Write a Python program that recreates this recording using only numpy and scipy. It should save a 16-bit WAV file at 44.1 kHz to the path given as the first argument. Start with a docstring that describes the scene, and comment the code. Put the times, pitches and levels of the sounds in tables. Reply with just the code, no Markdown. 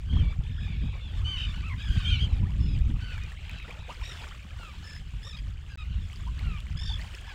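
"""Wind thumps and buffets the microphone on a sand spit in a calm sea, and shore birds call from its tip.
Wind is shaped noise swelling in gusts; wavelets are clouds of bubbles with hiss, that slosh, splash and fizz.
Plops, gurgles and ticks are single ringing bubbles, rising tones and short cracks of noise.
The birds are gliding, often trilled harmonics: single calls nearer by, a rough overlapping flock behind.
The sound drops out once for an instant."""
import sys
import numpy as np
from scipy import signal
from scipy.fft import rfft, irfft, next_fast_len
from scipy.io import wavfile
from scipy.ndimage import uniform_filter1d

SR = 44100
rng = np.random.default_rng(int(sys.argv[2]) if len(sys.argv) > 2 else 0)


def materialize(psi):
    """Save the field psi as 16-bit PCM at rate SR to the path in sys.argv[1].

    A 1-D psi becomes a single channel; in a 2-D psi each row is a channel.
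    """
    bounded = np.clip(np.atleast_2d(psi).T, -1, 1)
    quanta = np.round(bounded * 32767).astype(np.int16)
    wavfile.write(sys.argv[1], SR, quanta)


N = 323694
TIME = np.arange(N) / SR


def undb(db):
    """Decibels to gain."""
    return 10 ** (np.asarray(db) / 20)


def unit(x):
    """Scale to rms 1."""
    return x / np.sqrt(np.mean(x ** 2) + 1e-20)


def curve(table):
    """Join (time [s], level [dB]) points by straight lines, sample by sample."""
    times, levels_db = np.transpose(table)
    return np.interp(TIME, times, levels_db)


def colour(x, points):
    """Filter by a spectrum of (frequency [Hz], level [dB]) points, falling away beyond both ends; rms 1."""
    hz, db = np.transpose(points)
    f = np.maximum(np.arange(N + 1) * SR / (2 * N), 1)
    skirts = np.minimum(f / hz[0], 1) ** 2 * np.minimum(hz[-1] / f, 1) ** 2
    shape = skirts * undb(np.interp(np.log(f), np.log(hz), db))
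    size = next_fast_len(N + SR // 10)
    gain = np.interp(np.arange(size // 2 + 1) * SR / size, f, shape)
    return unit(irfft(rfft(x, size) * gain, size)[:N])


def walk(rate):
    """Smooth random motion of rms 1, taking a new step `rate` times a second."""
    k = max(int(SR / rate), 2)
    steps = np.repeat(rng.standard_normal(N // 10)[:N // k + 1], k)
    return unit(uniform_filter1d(uniform_filter1d(steps, k), k)[:N])


def add(out, start_s, sound):
    """Mix a sound in at a time."""
    i = int(np.clip(start_s * SR, 0, N))
    out[i:i + len(sound)] += sound[:N - i]


def gust(peak_s, spread_s):
    """Pressure of one gust: a bell-shaped swell."""
    return np.exp(-.5 * ((TIME - peak_s) / spread_s) ** 2)


def turbulence(points, steady_s):
    """Eddy pressure with its own slow swell levelled out, leaving that to the gusts."""
    x = colour(rng.standard_normal(N), points)
    return x / np.sqrt(uniform_filter1d(x ** 2, int(steady_s * SR)) + 1e-6)


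def wind():
    """Large eddies rumble; stronger gusts shed small, quick ones that buffet."""
    # spectra of the large and the small eddies: (frequency [Hz], level [dB])
    rumble_spectrum = [(12, -11.5), (25, -8), (45, 1), (62, -0.5), (90, -3), (125, -15.5), (200, -33),
                       (400, -58.5)]
    buffet_spectrum = [(50, -11.5), (100, 0.5), (140, 2.5), (190, -5), (260, -14), (400, -27.5),
                       (800, -53.5), (2000, -58)]
    # rumble of the breeze between the gusts: (time [s], level [dB])
    breeze = [(0, -35), (.3, -35), (.75, -30.5), (1.0, -36.5), (1.8, -32.5), (2.3, -31.5), (2.85, -26.5),
              (3.1, -36), (3.4, -39.5), (4.2, -43.5), (5.2, -41), (5.7, -41.5), (6.1, -39.5), (6.55, -37),
              (6.95, -34), (7.1, -41.5), (7.34, -43)]
    # gusts on the microphone: (peak time [s], spread [s], rumble [dB], buffeting before its lift [dB])
    gusts = [(0.174, 0.069, -23.5, -31.5), (0.243, 0.052, -25, -43), (0.396, 0.0086, -20.5, -40),
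             (0.507, 0.017, -34, -39), (.84, 0.042, -26, -34), (1.212, 0.053, -28, -49),
             (1.48, 0.018, -30, -40.5), (1.904, 0.013, -19.5, -33), (1.971, 0.015, -21, -31),
             (2.126, .04, -20.5, -35), (2.236, 0.022, -22, -30), (2.345, 0.013, -20.5, -50),
             (2.432, 0.023, -23, -30), (2.621, 0.065, -24, -34), (2.836, .09, -26, -34),
             (3.185, 0.052, -32, -59), (3.81, .025, -36, -64), (4.03, 0.022, -31.5, -65),
             (4.557, .03, -36, -58), (4.79, 0.028, -37, -50), (5.004, 0.021, -36.5, -51),
             (5.163, .03, -35.5, -58), (5.457, 0.08, -33.5, -50), (5.95, 0.08, -29, -45.5),
             (6.292, 0.075, -30.5, -48.5), (6.482, 0.054, -26.5, -40.5), (6.736, 0.029, -30, -42),
             (6.93, 0.11, -30.5, -57)]
    breeze_buffet_db, buffet_lift_db = -12, 1.4  # the first is relative to the breeze's rumble

    breeze_db = curve(breeze)
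    slow_power = undb(breeze_db) ** 2
    quick_power = undb(breeze_db + breeze_buffet_db) ** 2
    for peak_s, spread_s, rumble_db, buffet_db in gusts:
        power = gust(peak_s, spread_s) ** 2
        slow_power = slow_power + power * undb(rumble_db) ** 2
        quick_power = quick_power + power * undb(buffet_db) ** 2
    rumble = turbulence(rumble_spectrum, steady_s=0.0887) * undb(1.13 * walk(7.9))
    buffet = unit(turbulence(buffet_spectrum, steady_s=0.09) * undb(3.4 * walk(70)))
    return rumble * np.sqrt(slow_power) + buffet * np.sqrt(quick_power) * undb(buffet_lift_db)


def lap(break_s, build_s, run_s):
    """A wavelet builds up, breaks and runs out on the sand."""
    t = TIME - break_s
    return np.exp(-np.where(t < 0, (t / build_s) ** 2, t / run_s))


def bubble(hz, cycles, rise):
    """A pocket of air rings and dies; its pitch climbs from hz as it nears the surface."""
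    life = cycles / hz
    u = np.arange(int(life * SR) + 2) / (life * SR)
    ring = np.sin(2 * np.pi * hz * life * (u + rise * u ** 2 / 2))
    return ring * np.exp(-4 * u) * (1 - np.exp(-u * 30))


def bubbles(low_hz, high_hz, cycles, spread_db, rise, count):
    """A cloud of bubbles at random times and pitches, many faint and a few loud; rms 1."""
    out = np.zeros(N)
    for when, pitch, size, ring in rng.random((count, 4)):
        gain = undb(-spread_db * np.log(size * .99 + .01))
        hz = low_hz * (high_hz / low_hz) ** pitch
        add(out, when * N / SR, gain * bubble(hz, cycles * (.5 + ring), rise))
    return unit(out)


def waves():
    """Each wavelet sloshes with large bubbles, splashes with small ones and fizzes into the sand."""
    # spectra of the three water sounds: (frequency [Hz], level [dB])
    slosh_spectrum = [(200, 14.5), (420, -4), (650, -3), (900, 1.5), (1300, -1), (2200, -11.5), (4000, -53)]
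    splash_spectrum = [(600, -2.5), (1300, -6.5), (2400, 1.5), (3200, 3), (4100, -9.5), (5500, -13.5),
                       (8000, -21), (12000, -51)]
    fizz_spectrum = [(3000, 11), (4800, -1), (6000, -3), (7300, 1), (9200, -6.5), (10800, -14.5),
                     (13000, -12), (16000, -15)]
    # ripples all along the shore, before the lifts: (slosh [dB], splash [dB], fizz [dB])
    ripples_db = (-70, -63, -73)
    # wavelets reaching the sand, before the lifts: (break [s], build-up [s], run-out [s], splash [dB],
    #                                                slosh against splash [dB], fizz against splash [dB])
    wavelets = [(.17, 0.046, 0.23, -58.5, 2, -35), (.72, 0.092, 0.055, -65, 0, -28),
                (.92, 0.11, 0.3, -73.5, 13.5, -27), (1.38, 0.18, 0.6, -56, -10.5, -12.5),
                (2.06, 0.32, 0.2, -56.5, -12, -8.5), (2.3, 0.16, 0.48, -62.5, 2, -16.5),
                (3.22, 0.31, 0.27, -56, -8, -13.5), (3.52, 0.07, 0.13, -56, -8.5, -17),
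                (3.7, .07, 0.17, -55, -1.5, -14), (3.92, 0.071, 0.091, -56, -3, -10),
                (4.05, 0.11, 0.21, -54.5, -9, -8.5), (4.24, 0.19, .2, -54.5, -4.5, -11.5),
                (4.63, 0.099, 0.13, -63, 3, -2.5), (4.86, 0.17, 0.27, -60.5, -7, -7),
                (5.3, 0.13, 0.19, -69, 3.5, 0.5), (6.16, 0.12, 0.45, -64.5, -4, -5),
                (6.4, 0.043, 0.37, -57, -6, -15.5), (7.06, 0.21, 0.42, -56.5, -6.5, -8),
                (7.32, .1, .3, -55.5, -3, -15)]
    slosh_lift_db, splash_lift_db, fizz_lift_db = 3.5, 4.5, 9.0
    fizz_lag_s = .015  # foam bursts just after the wavelet breaks

    slosh_power, splash_power, fizz_power = undb(ripples_db) ** 2
    for break_s, build_s, run_s, db, slosh_db, fizz_db in wavelets:
        power = (undb(db) * lap(break_s, build_s, run_s)) ** 2
        splash_power = splash_power + power
        slosh_power = slosh_power + power * undb(slosh_db) ** 2
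        late_lap = lap(break_s + fizz_lag_s, build_s, run_s)
        fizz_power = fizz_power + (undb(db + fizz_db) * late_lap) ** 2
    large = bubbles(353.5, 1550, cycles=17, spread_db=2.0, rise=0.465, count=1400)
    small = bubbles(1012, 4550, cycles=22.4, spread_db=3.5, rise=0.4, count=6000)
    foam = bubbles(4120, 16100, cycles=26, spread_db=3.5, rise=0.042, count=4000)
    # the smallest, countless bubbles merge into a hiss
    slosh = colour(large + .9 * rng.standard_normal(N), slosh_spectrum)
    splash = colour(small + .9 * rng.standard_normal(N), splash_spectrum)
    fizz = colour(foam + 1.76 * rng.standard_normal(N), fizz_spectrum)
    water = slosh * np.sqrt(slosh_power) * undb(slosh_lift_db)
    water = water + splash * np.sqrt(splash_power) * undb(splash_lift_db)
    water = water + fizz * np.sqrt(fizz_power) * undb(fizz_lift_db)
    return water * undb(1.2 * walk(25))  # the water folds unevenly


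def plops():
    """A drop slaps the surface and traps a bubble."""
    # single drops and air pockets: (time [s], level [dB], first pitch [Hz], length in cycles of that pitch)
    drops = [(0.327, -40, 1140, 14), (0.634, -37, 2540, 16), (1.608, -40, 1820, 14),
             (3.179, -32.5, 1510, 14), (3.319, -34.5, 1700, 21), (3.495, -28.5, 2270, 14),
             (3.6, -35, 2020, 17), (3.627, -34.5, 2260, 25), (3.708, -30, 2290, 23), (4.014, -34, 2180, 16),
             (4.123, -40, 1320, 13), (4.241, -34, 1310, 14), (4.633, -32.5, 1270, 16),
             (4.964, -34.5, 1810, 13), (5.27, -40, 1120, 28), (6.099, -38, 2030, 22),
             (6.131, -36, 2740, 16), (6.394, -37, 2070, 38), (6.584, -36, 2560, 26), (6.668, -35, 1990, 11),
             (6.995, -34, 1750, 28)]
    out, t = np.zeros(N), np.arange(SR // 30) / SR
    for start_s, db, hz, cycles in drops:
        slap = signal.lfilter([1, 1], [1, -.5], rng.standard_normal(len(t))) * np.exp(-t / 0.0021)
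        add(out, start_s, undb(db) * bubble(hz, cycles, rise=0.37))
        add(out, start_s, undb(db - 25) * slap)
    return out


def gurgles():
    """Air trapped under a folding wavelet climbs in pitch as its pocket opens."""
    # rising pockets of air: (time [s], length [s], first pitch [Hz], last pitch [Hz], level [dB])
    pockets = [(0.129, 0.014, 800, 1110, -56), (0.163, 0.018, 790, 1560, -48),
               (0.58, 0.02, 1356, 2230, -50.5), (0.944, 0.035, 960, 1400, -59),
               (1.202, 0.038, 890, 1560, -58.5), (2.422, 0.049, 848, 1365, -55),
               (2.461, 0.035, 1700, 2530, -56.5), (2.783, 0.038, 1500, 2400, -60),
               (3.676, 0.042, 437, 534, -54.5), (3.771, 0.036, 557, 670, -57.5),
               (3.881, 0.032, 475, 574, -50), (3.886, .04, 658, 1460, -44),
               (4.013, 0.027, 937, 1040, -50.5), (4.234, 0.032, 514, 630, -66),
               (4.31, 0.027, 1130, 1620, -51), (6.265, 0.035, 890, 1040, -49),
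               (6.895, 0.035, 820, 986, -50.5), (7.264, 0.048, 817, 1230, -56)]
    out, wobble = np.zeros(N), walk(350)
    for start_s, length, first_hz, last_hz, db in pockets:
        u = np.linspace(0, 1, int(length * SR))
        shake = np.roll(wobble, -int(start_s * SR))[:len(u)]
        hz = first_hz * (last_hz / first_hz) ** u * (1 + 0.059 * shake)
        swell = np.sqrt(u) * (1 - u) * undb(2.7 * shake[::-1])
        ring = np.sin(2 * np.pi * np.cumsum(hz) / SR) * swell
        add(out, start_s, undb(db) * unit(ring))
    return out


def ticks():
    """Tiny droplets burst with a short, bright crack: a decaying puff of noise in a narrow band."""
    # sharp ticks of spray: (time [s], peak level before a 2 dB cut [dB], pitch [Hz])
    spray = [(0.7564, -61, 13100), (1.608, -43, 4500), (2.5058, -45, 4600), (3.236, -40, 5710),
             (3.5129, -44.5, 7120), (3.5853, -46, 5250), (4.2872, -40, 5600), (6.129, -44, 8900),
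             (6.159, -38.5, 4960), (6.392, -34, 4040), (6.604, -37, 3540), (6.7272, -42, 4500),
             (7.1497, -34.5, 5220), (7.21, -45, 9960)]
    out, t = np.zeros(N), np.arange(SR // 100) / SR
    for start_s, db, hz in spray:
        band = signal.butter(1, [.9 * hz, 1.04 * hz], "bandpass", fs=SR)
        crack = signal.lfilter(*band, rng.standard_normal(len(t)) * np.exp(-t / 0.0015))
        add(out, start_s, undb(db - 2) * crack / np.abs(crack).max())
    return out


def call(length, pitches, trill_hz, depth, harmonics_db, rasp, rolloff_db=10, edge_s=0.014):
    """One note: the syrinx follows an arched pitch; a trill cuts it into strokes that each hook downward."""
    t = np.arange(int(length * SR)) / SR
    rasp = rasp[:len(t)]
    beat = trill_hz * (t + .04 * np.cumsum(rasp) / SR) % 1  # position within the stroke, 0-1
    dip = (1 - np.sin(np.pi * beat ** 1.2)) ** 1.5
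    # a smooth curve through evenly spaced pitches
    knots = np.linspace(0, length, len(pitches))
    arch = np.polyval(np.polyfit(knots, pitches, len(pitches) - 1), t)
    hook = depth * (.04 - .2 * dip - .09 * (beat - .5))
    hz = arch * (1 + hook + .006 * rasp)
    phase = 2 * np.pi * np.cumsum(hz) / SR
    # slow trills close the syrinx further between strokes than fast ones
    closure = np.clip(depth * np.interp(trill_hz, [50, 57], [1.3, .55]), 0, 1)
    stroke = 1 - closure * np.cos(np.pi * (beat - .08)) ** 4
    edges = np.clip(np.minimum(t, length - t) / edge_s, 0, 1)
    opening = edges * np.sin(np.pi * t / length).clip(0) ** 0.12
    opening = unit(opening * stroke * undb(1.6 * rasp[::-1]))
    # turbulent air spreads a hoarse skirt around every harmonic
    lowpass = signal.butter(2, 500, fs=SR, output="sos")
    air = unit(signal.sosfilt(lowpass, rng.standard_normal(len(t))))
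    hoarse = 1 + undb(-25) * air
    # two more harmonics below the last one given
    upper_db = harmonics_db[-1] - rolloff_db - np.array([1.5, 0])
    tone = sum(undb(db) * np.sin(k * phase) for k, db in enumerate([*harmonics_db, *upper_db], 1))
    return np.sqrt(2) * opening * hoarse * tone


def near_birds():
    """The calls that stand out from the flock: each glides along an arch and is usually loudest at its octave."""
    # bird calls: (start [s], length [s], pitch at the middle before trill and rasp [Hz],
    #              glide from start to end [Hz], arch [Hz], trill rate [Hz], trill depth [0-1],
    #              octave [dB], fundamental against octave [dB], third harmonic against octave [dB])
    notes = [(.09, 0.14, 1630, -53, 100.5, 51.4, 0.4, -47.5, -23, -34),
             (0.209, .13, 1149, -6, -39.5, 49, 0.27, -53.5, -11, -4),
             (0.427, 0.17, 1794, -100, 182, 42.6, 0.43, -61.5, -4.5, -23),
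             (0.56, 0.12, 1695, 88, -28, 50, 0.31, -56.5, -2, -13),
             (0.597, 0.18, 1200, -180, 27.5, 50, 0.38, -54, -20, -3),
             (0.81, 0.12, 1654, -35, 74, 49.6, 0.55, -58.5, -22, -20),
             (.91, 0.11, 1148, -130, 23, 49.5, 0.1, -58, -13, -9),
             (1.0, 0.12, 1730, -190, 65, 46.2, 0.32, -53.5, -28, -26),
             (1.121, 0.094, 1770, -100, 53, 44.7, 0.47, -57, -13, -24),
             (1.242, 0.14, 1548, -53, 117.5, 57.8, .14, -37, -23, -20),
             (1.256, 0.14, 1144, -240, 53, 49.6, 0.45, -54, -3, -4),
             (1.361, .17, 1232, -110, 46, 50.3, 0.4, -54, -11, 3.5),
             (1.36, 0.11, 1489, -30, 40.5, 58.6, 1.0, -37.5, -22, -22),
             (1.621, 0.086, 1330, 90, 202, 57, 0.43, -48, -5, -19),
             (1.686, .07, 1046, -200, -61, 55.3, 0.57, -47, -4, -15),
             (1.779, 0.13, 1695, 42, 171, 56, .5, -50, -4, -12),
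             (1.895, 0.2, 1540, -190, 15.5, 58.1, 0.57, -48.5, -3, -12),
             (2.04, 0.13, 1593, -102, 116, 59.6, 0.09, -34, -36, -35),
             (2.064, .147, 1197, -100, 36, 54.3, 0.34, -46.5, -28, -17),
             (2.184, 0.084, 1600, 43, 126, 57.8, 0.47, -37.5, -32, -20),
             (2.282, .123, 1265, -240, -21, 50.3, 0, -60.5, -11, -2),
             (2.594, 0.18, 1712, -115, 56, 37.4, 0.4, -59, -18, -1),
             (2.999, 0.17, 1500, -49, 30.5, 51.8, .4, -53.5, 1, -7),
             (3.07, 0.14, 1236, -330, 8, 48.5, 0.37, -51.5, -17, -18),
             (3.206, 0.061, 1226, -64, 21, 50, 0.02, -52, -13, -10),
             (4.025, .125, 1868, -89, 150, 49.7, 0.67, -50, -6.5, -4.5),
             (4.146, 0.12, 1670, -190, 7, 50.3, .68, -57, -17, -9),
             (4.577, .144, 1332, -378, 17, 48.4, .25, -54.5, 1, -11),
             (4.833, 0.16, 1733, -43, 31.5, 37, .58, -65, 10, 10.5),
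             (5.223, .107, 1836, 14, 215, 49.6, 0.6, -50.5, -7.5, -3),
             (5.319, 0.046, 1228, -10, -48, 46, 0.6, -51.5, -7.5, 0.5),
             (5.362, 0.04, 1606, -83, 6, 49.7, .86, -53, -14, -4),
             (5.692, 0.086, 1593, -230, 2, 50.3, 0.14, -70.5, 14.5, 5.5),
             (5.774, .07, 1257, -87, -16, 50.7, 0.19, -50, -5, -5.5),
             (6.43, .16, 1293, -350, -14, 51.5, 0.21, -52.5, -2, -14),
             (6.763, 0.13, 1763, 145, 89.5, 47.1, .8, -47.5, -10, -3),
             (6.851, 0.089, 1547, -86, 19, 46.4, 0.44, -59, -1, 8),
             (6.864, 0.11, 1717, -150, 0, 46.2, 0.72, -40.5, -20, -21),
             (7.262, 0.081, 1665, -340, 113, 50, 0.33, -57, 4.5, -7)]
    # the fourth harmonic follows the stronger of these two, both against the octave
    octave_to_fourth_db, third_to_fourth_db = -27, -13.5
    out, rasp = np.zeros(N), walk(450)
    for start, length, hz, glide_hz, arch_hz, trill_hz, depth, db, first_db, third_db in notes:
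        pitches = [hz - arch_hz - glide_hz / 2, hz, hz - arch_hz + glide_hz / 2]
        fourth_db = max(octave_to_fourth_db, third_db + third_to_fourth_db)
        harmonics_db = db + np.array([first_db, 0, third_db, fourth_db])
        own_rasp = np.roll(rasp, -int(start * SR))
        add(out, start, call(length, pitches, trill_hz, depth, harmonics_db, own_rasp))
    return out


def flock(count=90):
    """Further birds call in the same manner, rough and overlapping, at random times and pitches."""
    # colour of the distant flock: (frequency [Hz], level [dB])
    flock_spectrum = [(900, -49), (1500, -6), (2000, -8.5), (2500, -2.5), (3300, -7), (3700, -8.5),
                      (4200, -17), (5200, -23), (7000, -24.5), (11000, -55)]
    # excitement of the distant flock, before the distance cut: (time [s], level [dB])
    chatter = [(0, -56.5), (.65, -56.5), (1.1, -59), (1.4, -47.5), (1.65, -56), (1.9, -48), (2.2, -41.5),
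               (2.45, -65.5), (2.7, -54), (2.9, -67), (3.15, -55.5), (3.5, -56), (5.5, -65), (6.1, -54.5),
               (6.65, -69), (6.95, -54), (7.3, -61)]
    out, rasp = np.zeros(N), 2 * walk(450)
    harmonics_db = [-3.5, -0.5, 3.0, -2]
    for when, pitch, length, depth, size in rng.random((count, 5)):
        pitches = (1200 + 600 * pitch) * np.array([0.92, 1.03, .98, .91])
        own_rasp = np.roll(rasp, int(when * N))
        note = call(0.074 + .1 * length, pitches, 48.9, .15 + depth * 0.584, harmonics_db, own_rasp)
        add(out, when * N / SR, undb(-5 * size) * note)
    return colour(out, flock_spectrum) * undb(curve(chatter))


def scatter(x, t60, wet_db):
    """Ripples and sand scatter a short diffuse tail behind a sound; t60 is its 60 dB decay in seconds."""
    t = np.arange(SR // 2) / SR
    tail = rng.standard_normal(len(t)) * np.exp(-np.log(1000) * t / t60)
    return x + undb(wet_db) * signal.fftconvolve(x, tail / np.linalg.norm(tail))[:N]


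def scene():
    """Wind, water and birds at one microphone; the distant flock is more diffuse than the nearer calls."""
    drops = scatter(plops() + gurgles(), t60=.15, wet_db=-12)
    near = scatter(near_birds(), t60=.3, wet_db=-15)
    far = undb(-2) * scatter(flock(), t60=.35, wet_db=-6)  # distance cut
    return (wind() + waves() + drops + ticks() + near + far)[None]


def record(dry):
    """The sound cuts out for an instant; a steep low-pass takes off the top."""
    # the instant of silence: (start [s], end [s])
    silence = (5.757, 5.774)
    top_hz = 15800
    live = (TIME < silence[0]) | (TIME > silence[1])
    lowpass = signal.ellip(10, .2, 70, top_hz, fs=SR, output="sos")
    return signal.sosfilt(lowpass, dry * live)


dry = scene()
out = record(dry)
materialize(out)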